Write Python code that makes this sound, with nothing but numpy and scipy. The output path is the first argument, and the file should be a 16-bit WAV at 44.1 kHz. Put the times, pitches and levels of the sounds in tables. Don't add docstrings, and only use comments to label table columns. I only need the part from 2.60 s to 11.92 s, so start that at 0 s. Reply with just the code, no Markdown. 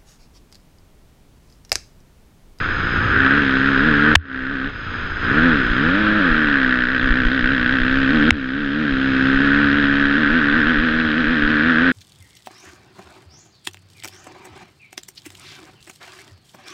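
import sys
import numpy as np
from scipy import signal
from scipy.fft import rfft, irfft
from scipy.io import wavfile
from scipy.ndimage import uniform_filter1d, minimum_filter1d

SR = 44100
rng = np.random.default_rng(int(sys.argv[2]) if len(sys.argv) > 2 else 0)


def dump(signal):
    limited = np.clip(np.atleast_2d(signal).T, -1, 1)
    pcm = np.round(limited * 32767).astype(np.int16)
    wavfile.write(sys.argv[1], SR, pcm)


N = 411012
T = np.arange(N) / SR
BIN_HZ = np.fft.rfftfreq(N, 1 / SR)

# (time [s], rate [Hz])
GRIP_RATE_HZ = [(0, 57), (0.477, 58.4), (0.57, 67), (1.027, 66.3), (2.038, 65.097), (2.22, 57.7),
                (2.595, 54.3), (2.769, 60.6), (3.123, 59.4), (3.755, 75.7), (4.038, 64.4), (4.397, 58.928),
                (5.792, 64.7), (6.569, 65.6), (6.928, 69.5), (7.493, 70.4), (9.32, 75)]
# (peak time [s], extra rate [Hz], length [s])
SLIP_FLARES = [(0.781, 7.214, 0.17), (1.088, 3.318, 0.161), (1.275, 12.665, 0.17), (1.496, 10.812, 0.472),
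               (1.922, 7.103, 0.1), (2.086, 8.983, 0.132), (2.382, 4.661, 0.305), (2.862, 26.6, 0.39),
               (3.405, 41.4, 0.46), (3.586, 29.0, 0.3), (3.823, 3.211, 0.412), (4.332, 7.839, 0.113),
               (4.447, 9.736, 0.099), (4.583, 6.333, 0.113), (4.745, 8.231, 0.118), (4.92, 9.251, 0.126),
               (5.139, 7.614, 0.081), (5.382, 5.051, 0.299), (5.549, 17.224, 0.135), (5.696, 17.781, 0.259),
               (6.004, 9.99, 0.183), (6.206, 12.928, 0.289), (6.458, 1.71, 0.2464), (6.838, 3.31, 0.0816),
               (7.007, 3.286, 0.2), (7.177, 2.925, 0.1291), (7.601, 9.279, 0.097), (7.762, 14.398, 0.152),
               (7.977, 11.416, 0.107), (8.104, 12.929, 0.118), (8.244, 10.184, 0.114),
               (8.392, 8.579, 0.356), (8.593, 11.937, 0.111), (8.722, 11.97, 0.129), (8.912, 4.48, 0.086),
               (9.091, 11.111, 0.16), (9.261, 15.16, 0.223)]
# (time [s], opening [0-1])
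THROTTLE_OPENING = [(.15, 0.2), (.3, 0.42), (.53, 0.5), (.63, 0.84), (2.07, 0.91), (2.12, 0), (2.33, .48),
                    (2.44, 0.3), (2.55, 0), (2.68, 0.68), (2.87, 0.98), (3.08, 0.59), (3.22, 0.8),
                    (4.1, 0.84), (4.3, .6), (4.5, 0.77), (5.2, 0.79), (5.6, 0.99), (7, 0.97), (8.4, 0.81),
                    (9.32, 0.93)]
# (frequency [Hz], gain [dB])
PIPE_DB = [(45, -36), (68, -25), (105, -34), (135, -16.5), (185, -9), (220, -1), (268, 10), (315, -2),
           (372, -16), (412, -18.5), (445, -11), (478, -11.5), (530, -12), (578, -23.5), (625, -15.5),
           (690, -27), (760, -24.5), (900, -30.5), (1050, -28), (1400, -51.5), (4000, -100)]
# (time [s], sharpness [0-1])
PIPE_SHARPNESS = [(0, .2), (.5, 0), (.65, 0.4), (1.5, 0.3), (1.8, 0.7), (2.08, 0.5), (2.2, 0.85), (2.7, 0),
                  (2.86, 0.59), (3.05, 0.2), (3.6, .12), (3.85, .95), (5.3, 0.96), (6.5, 0.6), (7.4, .95),
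                  (9.3, 1)]
# (frequency [Hz], gain [dB])
CRACK_DB = [(300, -56.5), (900, -35.5), (1150, -12), (1340, -12), (1480, 6.5), (1680, 3.5), (1870, 2),
            (2080, -12), (2300, -30.5), (2850, -26), (3250, -24.5), (3800, -34), (4500, -51), (9000, -100)]
# (frequency [Hz], gain [dB])
RUSH_DB = [(300, -46.5), (600, -24), (880, -25), (1100, -17.5), (1300, -8), (1500, -1.5), (1650, 3.5),
           (1870, -5.5), (2080, -15), (2500, -29.5), (4000, -77), (8000, -100)]
# (time [s], gain [dB])
BARK_SWELL_DB = [(0, 3.5), (.3, 1.5), (.65, 5.5), (.93, -0.5), (1.2, 1.5), (1.52, 3.5), (2.2, 0),
                 (2.55, 1.5), (2.77, 2.5), (3.1, 0.5), (3.55, 0), (3.7, 2), (4.2, 2), (4.7, -.5),
                 (5.1, 0.5), (5.45, -2), (6.5, -2.5), (7, 0.5), (7.4, -1), (8, 1.5), (8.55, -2.5), (9.1, 1)]
# (frequency [Hz], gain [dB])
CLATTER_DB = [(120, -27.5), (250, -15.5), (430, -11), (600, -19.5), (800, -19.5), (1050, -14), (1280, -3),
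              (1520, 2), (1750, -3), (2050, -16), (2600, -17.5), (4000, -68.5), (8000, -100)]
# (frequency [Hz], gain [dB])
RASP_DB = [(1200, -22.5), (2150, -1), (2650, 0.5), (2900, -2), (3250, 1), (3600, -3.5), (3950, -5),
           (4450, -15), (5000, -19), (5600, -25), (6400, -33), (7100, -36.5), (8500, -43.5), (10500, -52.5),
           (15000, -75.5)]
# (centre [Hz], width [Hz], relative level [dB])
GEAR_RINGS = [(4980, 460, -15), (6480, 300, -27), (12900, 110, -40)]
# (time [s], wind [dB], ground [dB])
RUMBLE_DB = [(0, -29, -27.5), (.55, -36, -23), (.75, -34, -34.5), (1.5, -29.5, -31.5), (2.2, -26.5, -29),
             (3.1, -25.5, -31.5), (3.4, -34, -31), (4.1, -31, -42), (4.6, -36.5, -31), (5.6, -27, -34),
             (6.7, -36, -33), (8, -35, -37.5), (9.3, -39.5, -36)]
# (time [s], peak [dB])
BUMP_BUFFETS = [(3.06, -17), (3.113, -13), (3.719, -14), (4.45, -17), (4.515, -9), (4.668, -10),
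                (4.846, -16), (5.225, -16.5), (6.335, -16), (6.759, -18.5), (7.45, -23), (7.725, -18),
                (7.942, -23), (8.079, -21), (8.195, -15), (8.689, -17.5), (8.85, -17)]
# (time [s], buzz [dB], length [s], nominal ring [Hz], thump [dB])
CAMERA_CLICKS = [(1.551, 34, 0.00957, 3141, 25.5), (5.705, 10.5, 0.0046, 2150, 0.5)]

# (wide open [dB], loss when shut [dB], gain in a full flare [dB])
BOOM_LAW_DB, GROWL_LAW_DB = (-16.5, 27.2, 2.7), (-33.5, 12, 4.8)
BARK_LAW_DB, RASP_LAW_DB = (-18, 8.25, 0.49), (-29.5, 6.8, .2)


def engine(full_flare_hz=17, bark_lag_s=0.001018, rasp_lag_s=0.00061):
    throttle, flare_hz = curves(THROTTLE_OPENING)[0], wheel_slip()
    rate_hz = curves(GRIP_RATE_HZ)[0] + flare_hz
    damping = 1 - np.clip(curves(PIPE_SHARPNESS)[0], 0, 1)
    load = engine_load(throttle, rate_hz, damping)
    boom_db, growl_db, bark_db, rasp_db = (
        open_db - shut_db * (1 - throttle) + slip_db * np.tanh(flare_hz / full_flare_hz)
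        for open_db, shut_db, slip_db in (BOOM_LAW_DB, GROWL_LAW_DB, BARK_LAW_DB, RASP_LAW_DB))
    times_s, sizes = firings(rate_hz, load)
    out = exhaust(times_s, sizes, rate_hz, damping, boom_db, growl_db)
    out += snarl(rate_hz, damping, growl_db)
    out += amp(bark_db + curves(BARK_SWELL_DB)[0]) * bark(times_s + bark_lag_s, sizes, load)
    return out + amp(rasp_db) * rasp(times_s + rasp_lag_s, sizes, rate_hz, load)


def wheel_slip(rise_share=.55):
    flares_hz = np.zeros(N)
    for peak_s, extra_hz, length_s in SLIP_FLARES:
        corners_s = [peak_s - rise_share * length_s, peak_s, peak_s + (1 - rise_share) * length_s]
        flares_hz += np.interp(T, corners_s, [0, extra_hz, 0])
    return uniform_filter1d(flares_hz, size=1100)


def engine_load(throttle, rate_hz, damping, pull_from=.48, pull_span=.11, lug_hz=52, loss_per_hz=0.011):
    pulling = np.clip((throttle - pull_from) / pull_span, 0, 1)
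    crispness = 1 - 0.61 * damping
    lugging = 1 - loss_per_hz * np.maximum(rate_hz - lug_hz, 0)
    return np.clip(0.92 * pulling * crispness * lugging, 0, .97)


def firings(rate_hz, load, half_load_jitter_s=.00004, half_load_spread_db=1.1):
    cycles = np.cumsum(rate_hz) / SR
    timing, strength = rng.standard_normal((900, 2))[:int(cycles[-1])].T
    times_s = np.interp(np.arange(len(timing)) + .5, cycles, T)
    uneven = 1.5 - np.interp(times_s, T, load)
    return times_s + half_load_jitter_s * uneven * timing, amp(half_load_spread_db * uneven * strength)


def exhaust(times_s, sizes, rate_hz, damping, boom_db, growl_db, resonance_hz=265, flutter_db=-23.5):
    pipe = colour(steady(pulses(times_s, sizes)) + amp(flutter_db) * noise(), PIPE_DB)
    resonance = signal.lfilter(*signal.iirpeak(resonance_hz, Q=3, fs=SR), pipe)
    spectrum = rfft(pipe - 0.76 * damping * resonance)
    above_thud, above_boom = (1 - 1 / (1 + (BIN_HZ / split_hz) ** 24) for split_hz in (172, 365))
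    bands = (1 - above_thud, above_thud - above_boom, above_boom)
    thud, boom, growl = (steady(irfft(spectrum * band, N)) for band in bands)
    thud_db = 0.4 * boom_db + 0.65 * growl_db - 4.5 + 7.5 * damping
    thud_db -= np.interp(rate_hz, [86, 100], [0, 10])
    return amp(thud_db) * thud + amp(boom_db) * boom + amp(growl_db - 3 * damping) * growl


def snarl(rate_hz, damping, growl_db, order=6, waver_db=2, silencer_hz=534, loss_db_per_hz=.055):
    waver = unit(uniform_filter1d(uniform_filter1d(noise(), size=700), size=700))
    loss_db = np.clip(loss_db_per_hz * (order * rate_hz - silencer_hz), 0, 20)
    tone = unit(np.sin(2 * np.pi * order * np.cumsum(rate_hz) / SR))
    return damping * amp(growl_db + 0.9 + waver_db * waver - loss_db) * tone


def bark(times_s, sizes, load, scatter_s=.00007, echo_s=0.0052, echo_db=-16.5, crack_share=.73):
    times_s = times_s + scatter_s * rng.standard_normal(900)[:len(times_s)]
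    crack = colour(pulses(times_s, sizes) + amp(echo_db) * pulses(times_s + echo_s, sizes), CRACK_DB)
    puffs = gas_puffs(times_s, sizes, rise_s=0.00055, surges_s=(.0018, .0062), surges_db=(2, 2))
    rush = colour(puffs, RUSH_DB)
    fired = np.sqrt(crack_share) * steady(crack) + np.sqrt(1 - crack_share) * steady(rush)
    clatter = unit(colour(rattle(rate_hz=900, spread_db=4, wash_db=3.5), CLATTER_DB))
    return np.sqrt(load) * fired + np.sqrt(1 - load) * clatter


def rasp(times_s, sizes, rate_hz, load):
    puffs = gas_puffs(times_s, sizes, rise_s=.0007, surges_s=(0.0017, 0.0058), surges_db=(-1, -4.5))
    fizz = rattle(rate_hz=1200, spread_db=-1, wash_db=7)
    puff_share = np.clip(1.03 * load, 0, .93)
    hiss = colour(np.sqrt(puff_share) * steady(puffs) + np.sqrt(1 - puff_share) * fizz, RASP_DB)
    rings = sum(amp(db) * gear_ring(hz, width_hz) for hz, width_hz, db in GEAR_RINGS)
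    coasting = (1.15 - load) * (60 / rate_hz) ** 2
    return unit(hiss) + rings * coasting


def gas_puffs(times_s, sizes, rise_s, surges_s, surges_db):
    t = np.arange(1200) / SR
    blast = (t / rise_s) ** 2 * np.exp(-2 * t / rise_s)
    power = pulses(times_s, sizes ** 2)
    for delay_s, db in zip(surges_s, surges_db):
        power += pulses(times_s + delay_s, (sizes * amp(db)) ** 2)
    return noise() * np.sqrt(abs(signal.oaconvolve(power, blast)[:N]))


def rattle(rate_hz, spread_db, wash_db):
    hits = (rng.random(N) < rate_hz / SR) * noise()
    hits *= amp(spread_db * np.minimum(rng.exponential(1, N), 3))
    return unit(unit(hits) + amp(wash_db) * noise())


def gear_ring(centre_hz, width_hz):
    response = 1 / (1 + (2 * (BIN_HZ - centre_hz) / width_hz) ** 2) ** 2
    return unit(irfft(rfft(noise()) * response, N))


def wind(full_scale_half_s=0.004):
    wind_db, ground_db = curves(RUMBLE_DB)
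    air = colour(noise(), [(8, -6), (22, 8), (40, -3), (80, -17), (200, -42), (800, -94.5)])
    ground = colour(noise(), [(25, -13.5), (60, -7), (90, -0.5), (125, -8), (200, -15.5),
                              (400, -24.5), (2500, -100)])
    out = amp(wind_db) * unit(air) + amp(ground_db) * unit(ground)
    for time_s, peak_db in BUMP_BUFFETS:
        half_s = full_scale_half_s / amp(peak_db) ** 0.34
        u = np.clip((T - time_s) / half_s, -10, 10)
        out += amp(peak_db) * u * np.exp((1 - u ** 2) / 2)
    return out


def camera_clicks(grit_db=4.5, thump_hz=81.3, thump_t60_s=0.11, thump_lag_s=0.013):
    out, t = np.zeros(N), np.arange(SR // 4) / SR
    for time_s, buzz_db, length_s, ring_hz, thump_db in CAMERA_CLICKS:
        progress = np.minimum(t / length_s, 1)
        buzz_hz = ring_hz * (1.15 - 0.47 * progress ** 2)
        buzz = np.sin(2 * np.pi * np.cumsum(buzz_hz) / SR)
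        grit = colour(noise(), [(300, -22.5), (1000, 1.5), (2200, 10), (4000, -5),
                                (9000, -35), (15000, -42)])
        grit = amp(grit_db) * unit(grit)[SR:SR + len(t)]
        thump = amp(thump_db - 60 * t / thump_t60_s) * np.sin(2 * np.pi * thump_hz * t)
        add(out, time_s, amp(buzz_db) * np.sin(np.pi * progress) ** 2 * (buzz + grit))
        add(out, time_s + thump_lag_s, thump)
    return out


def limiter(x, limit_db=-6.5, cut_share=0.79, quick_db_per_s=130, slow_db_per_s=11):
    power_db = 10 * np.log10(abs(uniform_filter1d(x ** 2, size=130)) + 1e-12)
    peak_db = -minimum_filter1d(-power_db, size=440)
    cut_db = cut_share * np.maximum(peak_db - limit_db, 0)
    lasting_db = np.minimum(cut_db, 8.5 + 0.14 * cut_db)
    quick_db, slow_db = (np.maximum.accumulate(db + db_per_s * T, axis=-1) - db_per_s * T
                         for db, db_per_s in ((cut_db, quick_db_per_s), (lasting_db, slow_db_per_s)))
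    return x * amp(-uniform_filter1d(np.maximum(quick_db, slow_db), size=320))


def amp(db):
    return 10 ** (np.asarray(db) / 20)


def unit(x):
    return x / np.sqrt(np.mean(x ** 2) + 1e-20)


def steady(x):
    power = uniform_filter1d(uniform_filter1d(x ** 2, size=2600), size=2600)
    return x / np.sqrt(abs(power) + 1e-14)


def noise():
    return rng.standard_normal(N)


def curves(rows):
    times_s, *columns = np.transpose(rows)
    return [np.interp(T, np.sort(times_s), column) for column in columns]


def colour(x, points):
    hz, db = np.transpose(points)
    grid_hz = abs(np.fft.fftfreq(8192, 1 / SR))
    log_gain = np.log(amp(np.interp(np.log(grid_hz + 1), np.log(hz), db)))
    taps = np.fft.ifft(np.exp(np.conj(signal.hilbert(log_gain)))).real[:4096]
    return signal.oaconvolve(x, taps)[:N]


def pulses(times_s, sizes):
    position = np.clip(times_s * SR, 0, N - 2)
    index = position.astype(int)
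    fraction = position - index
    return np.bincount(index, sizes * (1 - fraction), N) + np.bincount(index + 1, sizes * fraction, N)


def add(mix, time_s, sound):
    part = mix[max(round(time_s * SR), 0):][:len(sound)]
    part += sound[:len(part)]


def scene():
    return (engine() + wind() + camera_clicks())[None]


def record(dry, rolloff_hz=9000, band_limit_hz=15600):
    limited = limiter(dry) * signal.windows.tukey(N, .0006)
    oversampled = signal.resample_poly(limited, 2, 1, axis=1, window=("kaiser", 10))
    saturated = signal.resample_poly(oversampled / (1 + oversampled ** 10) ** (1 / 10), 1, 2, axis=1)
    dull = signal.lfilter(*signal.butter(1, rolloff_hz, fs=SR), saturated)
    taps = signal.firwin(255, band_limit_hz, window=("kaiser", 9), fs=SR)
    return signal.oaconvolve(dull, taps[None], "same")


dry = scene()
out = record(dry)
dump(out)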